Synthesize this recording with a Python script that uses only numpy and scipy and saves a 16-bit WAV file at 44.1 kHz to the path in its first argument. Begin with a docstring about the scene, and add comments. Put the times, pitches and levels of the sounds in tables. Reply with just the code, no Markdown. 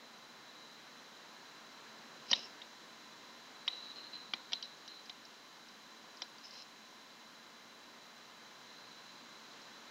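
"""Camera handling in a quiet living room.

A small hand-held camera is tilted while a cat rests, unheard, on an armchair. Seams of the plastic
case slip and click, ringing its modes; a finger sticks and slips on it, rubbing and squeaking.
The microphone's cavity rings near 4 kHz. Room air, hiss, a faint hum and electronic whine run on."""
import sys
import numpy as np
from scipy import signal
from scipy.fft import rfft, irfft
from scipy.io import wavfile

SR = 44100
rng = np.random.default_rng(int(sys.argv[2]) if len(sys.argv) > 2 else 0)


def dump_mix(stems):
    """Bounce the given channels to the path in sys.argv[1] as a 16-bit WAV at rate SR."""
    frames = np.atleast_2d(stems).T  # one column per channel
    limited = np.clip(frames, -1, 1)  # hard clip at full scale
    pcm = np.round(limited * 32767).astype(np.int16)
    wavfile.write(sys.argv[1], SR, pcm)


N = 436590
TIME_S = np.arange(N) / SR

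# Case clicks. Each row: start in seconds, strength in dB, weight in dB, brightness in dB,
# place on the panel from 0 to 1.
CASE_CLICKS = [(2.3128, -45.5, 6, 12, 0.1), (2.33, -27.5, -3.5, -12, 0.2), (2.616, -51.5, -4, -18, .5),
               (3.6774, -33.5, -4, -15, 0.68), (4.335, -38, 2.5, -11, 0.6), (4.52, -50.5, 3.5, -3, .6),
               (4.5311, -36.5, -5.5, -4, 0.9), (4.6249, -49.5, -8, 4.5, 0.6), (4.877, -56.5, -3, 1, .5),
               (5.0946, -49, -0.5, -6.5, 0.7), (6.2185, -46.5, 3, 1, 1)]
# Click drive of thump, knock, panel, shell, ping and snap, in that order.
# Each row: offset in dB, share of the click's weight, share of its brightness.
MODE_DRIVE = [(-20.5, 2.35, 0.49), (-11, 1.3, 0.098), (-10, 1.38, -0.21), (0.5, 0, 0.014), (-5.5, 0, 0.37),
              (-0.4, 0.36, 0.93)]
# Case modes, low to high. Each row: frequency in Hz, relative level in dB, t60 in seconds.
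THUMP_MODES = [(231, 0.5, 0.074), (338, -2, 0.063), (560, 1, 0.082)]
KNOCK_MODES = [(720, -6, 0.045), (940, -4.5, 0.025), (1403, 3.5, 0.007)]
PANEL_MODES = [(1844, -1, 0.02), (2390, 2, 0.016)]
SHELL_MODES = [(2620, -8, 0.0021), (3140, 7, 0.0046), (3760, 1, 0.017)]
PING_MODES = [(4040, -12, 0.049), (4055, 4, 0.034)]
SNAP_MODES = [(4700, 6.5, 0.0075), (5330, 4, 0.0089), (5720, 1, 0.0091)]
# Light touches. Each row: start in seconds, strength in dB.
TOUCH_TICKS = [(3.668, -59), (5.056, -61), (5.251, -59), (5.685, -62), (6.17, -59), (6.382, -60.5),
               (6.507, -57.5), (9.616, -62)]
# Finger strokes. Each row: start in seconds, length in seconds, relative levels of dull rub, squeak
# and scuff in dB, pressure change in dB, squeak pitch in Hz.
FINGER_STROKES = [(0.477, 0.33, -76, -62, -78, -2, 3960), (2.277, 0.039, -66, -67, -60.5, 23, 4080),
                  (2.353, 0.17, -46.5, -46.5, -45.5, -26, 4000), (2.446, .016, -64, -52, -58, -2, 5420),
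                  (3.7, 0.22, -59.5, -48, -72, -6.5, 3970), (3.963, 0.12, -59, -50, -71, -10, 4130),
                  (4.14, .095, -57, -47, -74, -14.5, 4030), (4.547, .04, -67, -45, -69, -12, 4010),
                  (4.643, .055, -60, -46, -59, -18, 3990), (4.896, .1, -68, -52.5, -75, -4, 4010),
                  (6.448, .045, -63, -53, -55, -8, 5170), (6.535, 0.095, -62, -58.5, -56, -1.5, 4100),
                  (8.717, 0.4, -78, -62, -78, -9, 4040)]
# Noise spectra. Each row: frequency in Hz, relative density in dB.
AIR_SPECTRUM = [(15, -54), (25, -37), (91, -46), (110, -19), (126, -11.5), (193, -7), (229, -1.5),
                (337, -7), (441, -6), (818, -6), (1010, -2.5), (1200, -5), (1670, -5), (1950, -7),
                (2500, -15.5), (3250, -37), (5500, -120)]
MIC_HISS_SPECTRUM = [(1500, -14.5), (2300, -2), (3000, 1), (3600, 0.5), (4600, -1.5), (5600, -2.5),
                     (6200, -3), (7100, -7), (7700, -15), (8400, -22), (11000, -49)]
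ELECTRONICS_SPECTRUM = [(100, -10), (4000, -0.5), (10000, 0.5), (16000, 0)]
# Noise level curves. Each row: time in seconds, level in dB before gain.
AIR_CURVE = [(0.0, -59), (2.53, -56.5), (2.76, -58.5), (4.19, -57.5), (5.16, -60), (6.2, -59), (6.78, -60),
             (9.9, -57.5)]
MIC_HISS_CURVE = [(0.0, -67), (2.18, -65), (5.65, -66.5), (6.26, -66), (7.66, -67), (9.9, -64.5)]
CAVITY_CURVE = [(0.0, -64.5), (2.42, -64), (3.03, -66), (3.69, -60.5), (3.86, -55.5), (5.27, -66.5),
                (8.38, -66.5), (8.82, -62), (9.9, -63)]
# Electronic whine; hum with one faint whistle. Each row: frequency in Hz, level in dB before gain.
WHINE_TONES = [(1034, -73), (2078, -74.5), (3112, -79.5), (4000, -67.5)]
HUM_TONES = [(224.3, -75), (244, -84.5), (313, -78), (8000, -95)]
# Dips in the microphone's response. Each row: frequency in Hz, width in Hz.
MIC_NOTCHES = [(2000, 28), (4000, 16), (6000, 36)]

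CAVITY_HZ, CAVITY_WIDTH_HZ = 3993, 116


def case_clicks(place_db):
    """A seam slips and drives the case modes; its place favours the lower or upper panel mode."""
    out = np.zeros(N)
    for start_s, strength_db, weight_db, bright_db, place in CASE_CLICKS:
        force = slip_force(grit=0.15, grit_s=0.003, tail_db=-47, tail_s=0.064)
        panel = [(hz, db + place_db * share, t60_s)
                 for (hz, db, t60_s), share in zip(PANEL_MODES, (1 - place, place))]
        groups = THUMP_MODES, KNOCK_MODES, panel, SHELL_MODES, PING_MODES, SNAP_MODES
        for modes, (offset_db, weight_share, bright_share) in zip(groups, MODE_DRIVE):
            drive_db = strength_db + offset_db + weight_share * weight_db + bright_share * bright_db
            add(out, start_s, from_db(drive_db) * ring_modes(force, modes))
    return out


def touch_ticks():
    """Light touches reach only the brightest modes."""
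    out = np.zeros(N)
    for start_s, strength_db in TOUCH_TICKS:
        force = slip_force(grit=0.12, grit_s=0.004, tail_db=-45, tail_s=0.03)
        add(out, start_s, from_db(strength_db) * ring_modes(force, SNAP_MODES))
    return out


def slip_force(grit, grit_s, tail_db, tail_s):
    """One slip: a sharp jolt, brief grit, a faint tail."""
    t = TIME_S[:SR // 4]
    envelope = grit * np.exp(-t / grit_s) + from_db(tail_db) * np.exp(-t / tail_s)
    return (t == 0) + envelope * rng.standard_normal(len(t))


def ring_modes(force, modes):
    """Decaying sines driven by a force; rms 1 over the first 20 ms."""
    t = TIME_S[:len(force)]
    response = sum((-1) ** k * from_db(db - 60 * t / t60_s) * np.sin(2 * np.pi * hz * t)
                   for k, (hz, db, t60_s) in enumerate(modes))
    band = signal.butter(1, [modes[0][0] * 0.85, modes[-1][0] * 1.15], "band", fs=SR, output="sos")
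    out = signal.sosfilt(band, signal.fftconvolve(force, response)[:len(t)])
    return out / np.std(out[:SR // 50])


def cavity_delay(x, widths_hz):
    """The microphone cavity holds back sound near its pitch, so clicks chirp towards it."""
    for width_hz in widths_hz:
        x = x - 2 * resonate(x, CAVITY_HZ, width_hz)  # all-pass
    return x


def finger_rubs(gains_db, squeak_width_hz, body_db=-7.5, scratch_db=-13):
    """Friction excites the case and squeaks scratchily, mostly near the cavity's pitch."""
    slips = stick_slip(rate_per_s=3000, spread_db=2.5)
    shell = double_resonance(slips, hz=(2860, 2860), widths_hz=(900, 900))
    body = from_db(body_db) * unit_rms(resonate(slips, hz=430, width_hz=370))
    scuff = double_resonance(slips, hz=(5100, 4750), widths_hz=(550, 2000))
    scratch = from_db(scratch_db) * double_resonance(slips, hz=(4300, 4300), widths_hz=(830, 830))
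    out = np.zeros(N)
    for start_s, length_s, *levels_db, change_db, pitch_hz in FINGER_STROKES:
        layers = shell + body, squeak(pitch_hz, squeak_width_hz) + scratch, scuff
        rub = sum(from_db(db + gain_db) * x for db, gain_db, x in zip(levels_db, gains_db, layers))
        out += stroke_pressure(start_s, length_s, change_db) * rub
    return out


def stick_slip(rate_per_s, spread_db):
    """Skin sticks and slips in tiny, uneven jolts."""
    sizes = from_db(spread_db * np.minimum(rng.exponential(1, N), 4)) * rng.standard_normal(N)
    return sizes * (rng.random(N) < rate_per_s / SR)


def squeak(pitch_hz, width_hz):
    """Narrow, unsteady whistle; rms 1."""
    flutter = low_pass(rng.standard_normal((2, N)), width_hz / 2, order=2)
    phase = 2 * np.pi * pitch_hz * TIME_S
    return unit_rms(flutter[0] * np.cos(phase) + flutter[1] * np.sin(phase))


def stroke_pressure(start_s, length_s, change_db, attack_s=0.018, release_s=0.0088):
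    """Pressure sets in, grows or sags, and dies as the finger lifts."""
    t = TIME_S - start_s
    attack = np.clip(1 + t / attack_s, 0, 1)
    release = np.exp(-np.clip((t - length_s) / release_s, 0, 20))
    return attack * from_db(change_db * np.clip(t / length_s, 0, 1)) * release


def air_and_hiss(air_gain_db, hiss_gain_db, cavity_gain_db):
    """Room air, microphone hiss, and hiss ringing in the cavity."""
    air = curve_gain(AIR_CURVE, air_gain_db) * coloured_noise(AIR_SPECTRUM)
    hiss = curve_gain(MIC_HISS_CURVE, hiss_gain_db) * coloured_noise(MIC_HISS_SPECTRUM)
    white = rng.standard_normal(N)
    ring = double_resonance(white, hz=(CAVITY_HZ, CAVITY_HZ), widths_hz=(CAVITY_WIDTH_HZ, 1200))
    return air + hiss + curve_gain(CAVITY_CURVE, cavity_gain_db) * ring


def steady_tones(tones, gain_db, wander_rad):
    """Whine or hum: sines whose phase drifts at random, by wander_rad rms after one second."""
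    drifts = wander_rad * np.cumsum(rng.standard_normal((len(tones), N)), axis=1) / np.sqrt(SR)
    return sum(from_db(db + gain_db) * np.sqrt(2) * np.sin(2 * np.pi * hz * TIME_S + drift)
               for (hz, db), drift in zip(tones, drifts))


def coloured_noise(spectrum):
    """Steady noise of a given spectrum; rms 1."""
    hz, db = np.transpose(spectrum)
    bins_hz = np.maximum(np.arange(N // 2 + 1) * SR / N, 1)
    gains = from_db(np.interp(np.log(bins_hz), np.log(hz), db))
    return unit_rms(irfft(rfft(rng.standard_normal(N)) * gains, N))


def resonate(x, hz, width_hz):
    """One resonance; peak gain 1."""
    radius = np.exp(-np.pi * width_hz / SR)
    numerator = np.array([1, 0, -1]) * (1 - radius ** 2) / 2
    denominator = [1, -2 * radius * np.cos(2 * np.pi * hz / SR), radius ** 2]
    return signal.lfilter(numerator, denominator, x + 1e-18)


def double_resonance(x, hz, widths_hz):
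    """Two resonances in series; rms 1."""
    first = resonate(x, hz[0], widths_hz[0])
    return unit_rms(resonate(first, hz[1], widths_hz[1]))


def low_pass(x, hz, order):
    return signal.sosfilt(signal.butter(order, hz, fs=SR, output="sos"), x)


def curve_gain(curve, gain_db):
    times_s, levels_db = np.transpose(curve)
    return from_db(np.interp(TIME_S, times_s, levels_db) + gain_db)


def from_db(db):
    return 10 ** (np.asarray(db) / 20)


def unit_rms(x):
    return x / np.sqrt(np.mean(x ** 2) + 1e-20)


def add(out, start_s, sound):
    at = round(start_s * SR)
    out[at:at + len(sound)] += sound[:N - at]


def scene():
    """Handling and background at one microphone, fed to both channels."""
    clicks = case_clicks(place_db=16) + touch_ticks()
    clicks = cavity_delay(clicks, widths_hz=[2200, 1600, 1200, 890, 650, 300])
    rubs = finger_rubs(gains_db=[-1.0, -0.8, -0.5], squeak_width_hz=174)
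    low_cut = signal.butter(4, 160, "high", fs=SR, output="sos")
    handling = signal.sosfilt(low_cut, low_pass(clicks + rubs, hz=6500, order=12))
    sound = handling + air_and_hiss(air_gain_db=-0.26, hiss_gain_db=4.5, cavity_gain_db=-1.1)
    for hz, width_hz in MIC_NOTCHES:
        sound = sound - resonate(sound, hz, width_hz)
    whine = steady_tones(WHINE_TONES, gain_db=-0.95, wander_rad=1.07)
    hum = steady_tones(HUM_TONES, gain_db=-1.5, wander_rad=2.51)
    electronics_hiss = from_db(-74) * coloured_noise(ELECTRONICS_SPECTRUM)
    return np.tile(sound + whine + hum + electronics_hiss, (2, 1))


def record(dry):
    """Steep treble cut."""
    cutoff_hz = 15750
    return signal.sosfilt(signal.ellip(12, 0.1, 70, cutoff_hz, fs=SR, output="sos"), dry)


dry = scene()
out = record(dry)
dump_mix(out)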